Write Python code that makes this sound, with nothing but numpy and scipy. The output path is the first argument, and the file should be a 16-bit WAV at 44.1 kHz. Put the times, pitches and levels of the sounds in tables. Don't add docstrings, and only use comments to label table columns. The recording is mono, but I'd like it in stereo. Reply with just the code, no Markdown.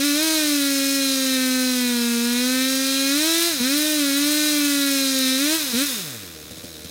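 import sys
import numpy as np
from scipy import signal
from scipy.fft import rfft, irfft, next_fast_len
from scipy.io import wavfile
from scipy.ndimage import uniform_filter1d

SR = 44100
rng = np.random.default_rng(int(sys.argv[2]) if len(sys.argv) > 2 else 0)


def output_pcm(signal):
    pcm = np.clip(np.atleast_2d(signal).T, -1, 1) * 32767
    wavfile.write(sys.argv[1], SR, np.round(pcm).astype(np.int16))


N = 304290
T = np.arange(N) / SR

# time in seconds, working crank speed in Hz.
CRANK_SPEED = [(0.0, 270.5), (0.05, 290.4), (0.13, 287.1), (0.24, 320.4), (0.34, 316), (0.47, 297),
               (0.62, 280.3), (0.8, 273.4), (0.96, 274.8), (1.42, 257.7), (1.68, 254.7), (2.02, 237),
               (2.19, 235.4), (2.35, 242.4), (2.5, 255.8), (2.71, 264.4), (3.07, 272.9), (3.13, 280.7),
               (3.21, 305.7), (3.28, 324.8), (3.48, 342), (3.51, 330.4), (3.59, 245.8), (3.61, 239.5),
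               (3.74, 288), (3.8, 301), (3.88, 306), (3.95, 302.8), (4.05, 281), (4.11, 275.4),
               (4.31, 298.2), (4.47, 301.5), (4.63, 288.8), (5.27, 259.9), (5.37, 263), (5.53, 320),
               (5.56, 327.0), (5.58, 319.2), (5.73, 231.5), (5.75, 230.3), (5.83, 289), (5.86, 288)]

def crank():
    idle_hz, rundown_s, rundown_shape = 70.2, .206, 1.34
    kick_hz, rise_s, fade_s = 11, .015, .11
    release_s = CRANK_SPEED[-1][0]
    spin = np.exp(-(np.maximum(T - release_s, 0) / rundown_s) ** rundown_shape)
    hz = idle_hz + (curve(CRANK_SPEED) - idle_hz) * spin
    for start_s, db in LONE_FIRINGS:
        if start_s > release_s:
            age_s = np.maximum(T - start_s, 0)
            hz += kick_hz * undb(db) * (1 - np.exp(-age_s / rise_s)) * np.exp(-age_s / fade_s)
    return hz

# opening time in seconds, release time in seconds, closing span in seconds, chain gain in dB.
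TRIGGER_PULLS = [(-0.1, 3.47, .12, -.5), (3.592, 5.555, 0.049, 0.1), (5.725, 5.825, 0.043, 1.9)]

def trigger(opening_s=.0143):
    throttle, bite_db = np.zeros(N), np.zeros(N)
    for start_s, release_s, closing_s, db in TRIGGER_PULLS:
        opening = np.clip((T - start_s) / opening_s, 0, 1)
        throttle += opening * np.clip(1 - (T - release_s) / closing_s, 0, 1)
        bite_db[T >= start_s] = db
    return np.minimum(throttle, 1), bite_db

# frequency in Hz, level in dB.
PATH_RESPONSE = [(235, -23), (257, -22.5), (269, -24.5), (288, -21.5), (305, -24.5), (322, -24),
                 (340, -26.3), (470, -32.5), (488, -36.5), (515, -34), (548, -34), (575, -40.5), (610, -33),
                 (680, -34.5)]
# level in dB, crank speed in Hz below which it fades.
COASTING_PARTIALS = [(-38.5, 130), (-44, 117)]

def exhaust_wave(turns, hz, throttle):
    path_hz, path_db = np.transpose(PATH_RESPONSE)
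    wave = 0
    for harmonic, phase_rad, flutter_db, flutter_hz in [(1, 1.15, .15, 70), (2, 2.5, 1.3, 40)]:
        coast_db, fade_hz = COASTING_PARTIALS[harmonic - 1]
        open_db = np.interp(np.log(harmonic * hz), np.log(path_hz), path_db)
        shut_db = coast_db - 10 * np.log10(1 + (fade_hz / hz) ** 6.3)
        db = throttle * open_db + (1 - throttle) * shut_db + flutter_db * wander(flutter_hz)
        wave += undb(db) * np.cos(2 * np.pi * harmonic * turns + phase_rad)
    return np.sqrt(2) * wave

def port_pulses(turns, hz, jitter_s, scatter_db):
    timing, strength = rng.standard_normal((2400, 2))[:int(turns[-1])].T
    times_s = np.interp(np.arange(len(timing)) + 1, turns, T)
    slowness = np.median(hz) / np.interp(times_s, T, hz)
    sizes = undb(scatter_db * np.sqrt(slowness) * strength)
    return clicks(times_s + jitter_s * slowness ** 3 * timing, sizes)

# frequency in Hz, width in Hz, relative level in dB.
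GAS_MODES = [(732, 77, -6), (962, 44, -1), (1158, 76, -4.5), (1350, 68, 1), (1475, 120, 3), (1632, 74, 3),
             (1835.3, 112, 3), (2004, 51, 1.5), (2207, 170, -1), (2402, 84, 4), (2546, 136, 2),
             (2665, 100, -3), (3220, 120, -0.5), (3400, 180, -2.5)]
SHELL_MODES = [(3670, 51, 1), (3770, 42, -2), (3925, 68, 5), (4083, 66, 3.5), (4192, 49, 1),
               (4350, 120, -3.5), (4788, 104, -3), (5010, 110, -8), (5205, 83, -0.5), (5420, 90, -6),
               (5570, 77, -4), (5875, 70, -4), (6030, 70, -2.5), (6390, 90, -5), (6570, 110, -4),
               (6880, 120, -8.5), (7900, 460, -13), (9800, 1240, -13.5)]
CAVITY_MODES = [(308, 87, 6.5), (457, 72, 5), (564, 60, 0.5)]
# time in seconds, base level in dB.
CRACK_ENVELOPE = [(0.0, -30.5), (0.4, -29.5), (0.55, -32.5), (1.56, -31), (2.17, -32), (2.63, -30),
                  (3.48, -29.5), (3.57, -34), (3.67, -29.5), (3.86, -32.5), (4.42, -29.5), (5.3, -32),
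                  (5.53, -29.5), (5.69, -37), (5.82, -28.5), (5.88, -35), (6.38, -48), (6.9, -49.5)]
SHELL_ENVELOPE = [(0.0, -28.5), (0.36, -27), (0.59, -30), (1.11, -27), (2.25, -32.5), (2.38, -29),
                  (3.21, -27), (3.23, -26.5), (3.3, -25), (4.0, -30), (4.5, -26), (4.61, -30), (5.21, -26),
                  (5.75, -30.5), (5.78, -27.5), (6.15, -49), (6.75, -42), (6.9, -41)]
# frequency in Hz, relative density in dB.
JET_SPECTRUM = [(30, -32), (50, -18), (80, -3), (130, -1), (250, -6.5), (400, -17), (750, -11.5),
                (1100, -1), (1500, -4), (2400, -11), (4000, 1.5), (8000, -2.5)]

def exhaust_crack(turns, hz, throttle):
    shut = 1 - throttle
    crack_db = curve(CRACK_ENVELOPE) - .54 - 3 * shut
    shell_db = curve(SHELL_ENVELOPE) + 1.05 - 5 * shut
    jet_db = crack_db - 6.315 + 12.87 * shut
    pulses = port_pulses(turns, hz, jitter_s=3e-6, scatter_db=.85)
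    crack = steady(colour(pulses, mode_spectrum(GAS_MODES), spread_s=.006)) * undb(crack_db)
    shell = steady(colour(pulses, mode_spectrum(SHELL_MODES), spread_s=.005)) * undb(shell_db)
    jet = unit(colour(puffs(turns, decay_turns=.45, floor=.92), JET_SPECTRUM)) * undb(jet_db)
    pumping = unit(ring(pulses, CAVITY_MODES)) * undb(-40)
    breath = unit(ring(puffs(turns, decay_turns=.25, floor=.1), CAVITY_MODES)) * undb(-49.5)
    return crack + shell + jet + shut * (pumping + breath)

# frequency in Hz, relative density in dB.
CHAIN_SPECTRUM = [(300, -28), (800, -16), (1300, -7), (2000, -5), (2900, -1), (3700, 2), (4400, -2),
                  (4950, 1), (6400, -1), (7300, -3), (9600, 1), (11000, -6), (14200, -5), (16000, -9)]
CHIP_SPECTRUM = [(1000, -28), (5000, 4), (10000, 9.5), (11800, 3), (14200, 13), (16000, 0)]
# frequency in Hz, width in Hz, relative level in dB.
BAR_MODES = [(3654, 230, 4.5), (5235, 420, -10), (6301, 203, -4), (8970, 320, -5)]

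def chain(turns, hz, throttle, bite_db):
    cutting_hz, db_per_octave = 280, 10.5
    chain_db = -28.5 + db_per_octave * np.log2(hz / cutting_hz) + bite_db
    loose = puffs(turns, decay_turns=.37, floor=.23)
    cutting = puffs(turns, decay_turns=1, floor=.84)
    clatter = (throttle * cutting + (1 - throttle) * loose) * undb(.5 * wander(45))
    links = unit(colour(clatter, CHAIN_SPECTRUM, spread_s=.0015)) * undb(-.17 + 1.5 * throttle)
    bar = unit(ring(loose, BAR_MODES)) * undb(-3 - 13 * throttle)
    when, size = rng.random((30000, 2)).T
    spray = clicks(when * T[-1], size ** 3) * rng.standard_normal(N) * undb(wander(60))
    chips = unit(colour(spray, CHIP_SPECTRUM, spread_s=.0025)) * undb(-6 + 2 * throttle)
    return (links + bar + chips) * undb(chain_db)

# start in seconds, relative level in dB.
LONE_FIRINGS = [(3.606, -2), (5.742, -1), (6.437, -8), (6.509, 0), (6.573, -2), (6.637, 0), (6.803, -9),
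                (6.845, 0)]
# frequency in Hz, width in Hz, relative level in dB.
THUMP_MODES = [(95, 41, -2), (188, 35, 0), (235, 37, -0.5), (520, 130, -12)]

def pops(spit_decay_s=.017):
    starts_s, db = np.transpose(LONE_FIRINGS)
    kicks = clicks(starts_s, undb(db))
    thump = ring(kicks, THUMP_MODES)
    envelope = signal.lfilter([1], [1, -np.exp(-1 / (spit_decay_s * SR))], kicks + 1e-18)
    spit = envelope * unit(colour(rng.standard_normal(N), CHAIN_SPECTRUM))
    return undb(-30) * thump / np.abs(thump).max() + undb(-38) * spit

# frequency in Hz, echo gain in dB.
TRUNK_RESPONSE = [(300, -14), (600, -8), (1500, 0), (4000, 0), (8000, -3), (15000, -8)]

def woods(x, near_db, near_s, far_db, t60_s):
    distance, strength = rng.random((14, 2)).T
    near = clicks(.002 + near_s * distance, (2 * strength - 1) * np.exp(-distance))[:SR]
    far = rng.standard_normal(SR) * undb(-60 * T[:SR] / t60_s) * (1 - np.exp(-T[:SR] / .075))
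    echo = undb(near_db) * near / np.linalg.norm(near) + undb(far_db) * far / np.linalg.norm(far)
    return x + signal.fftconvolve(x, colour(echo, TRUNK_RESPONSE))[:N]

# frequency in Hz, relative density in dB.
AIR_SPECTRUM = [(25, -22), (80, 2.5), (300, 3.5), (800, -9), (4000, -3.5), (15000, -62)]

def still_air(level_db):
    return undb(level_db) * unit(colour(rng.standard_normal(N), AIR_SPECTRUM))

def undb(db):
    return 10 ** (np.asarray(db) / 20)

def curve(rows):
    return np.interp(T, *np.transpose(rows))

def unit(x):
    return x / np.sqrt(np.mean(x ** 2))

def steady(x):
    power = uniform_filter1d(uniform_filter1d(x ** 2, size=1800), size=1800)
    return x / np.sqrt(np.abs(power) + 1e-6 * np.mean(x ** 2))

def wander(rate_hz):
    knots_s = np.arange(0, T[-1] + 1, 1 / rate_hz)
    return np.interp(T, knots_s, rng.standard_normal(4096)[:len(knots_s)]) * np.sqrt(3 / 2)

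def puffs(turns, decay_turns, floor):
    return unit(rng.standard_normal(N) * (floor + np.exp(-(turns % 1) / decay_turns)))

def clicks(times_s, sizes):
    position = times_s[:, None] * SR
    index = position.astype(int) + np.arange(-5, 7)
    taps = np.sinc(index - position) * np.sinc((index - position) / 6) * sizes[:, None]
    return np.bincount(np.clip(index, 0, N).ravel(), taps.ravel(), N + 1)[:N]

def colour(x, points, spread_s=0):
    hz, db = np.transpose(points)
    size = next_fast_len(len(x) + 4096)
    bins_hz = np.arange(size // 2 + 1) * SR / size
    lag_s = spread_s * np.interp(bins_hz, np.linspace(0, SR / 2, 80), rng.random(80))
    gain = undb(np.interp(np.log(bins_hz + 1), np.log(hz), db))
    phase_rad = -2 * np.pi * np.cumsum(lag_s) * bins_hz[1]
    return irfft(rfft(x, size) * gain * np.exp(1j * phase_rad), size)[:len(x)]

def mode_spectrum(modes):
    grid_hz = np.arange(20, 16500, 10)
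    power = sum(undb(2 * db) / (1 + ((grid_hz - hz) / width_hz) ** 2) ** 2 for hz, width_hz, db in modes)
    return np.column_stack([grid_hz, 10 * np.log10(power)])

def ring(x, modes):
    out = 0
    for hz, width_hz, db in modes:
        b, a = signal.iirpeak(hz, hz / (width_hz * np.sqrt(2)), fs=SR)
        out += undb(db) * signal.lfilter(b, a, signal.lfilter(b, a, x + 1e-18))
    return out

def scene():
    hz = crank()
    throttle, bite_db = trigger()
    turns = np.cumsum(hz * (1 + .000903 * wander(50))) / SR
    exhaust = exhaust_wave(turns, hz, throttle) + exhaust_crack(turns, hz, throttle)
    saw = exhaust + chain(turns, hz, throttle, bite_db) + pops()
    air = still_air(level_db=-52)
    mono = woods(saw, near_db=-11, near_s=.02, far_db=-11.5, t60_s=.65) + air
    return np.array([mono, mono])

def record(dry):
    cutoff_hz = 15800
    return signal.sosfilt(signal.ellip(10, .2, 80, cutoff_hz, fs=SR, output="sos"), dry)

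dry = scene()
out = record(dry)
output_pcm(out)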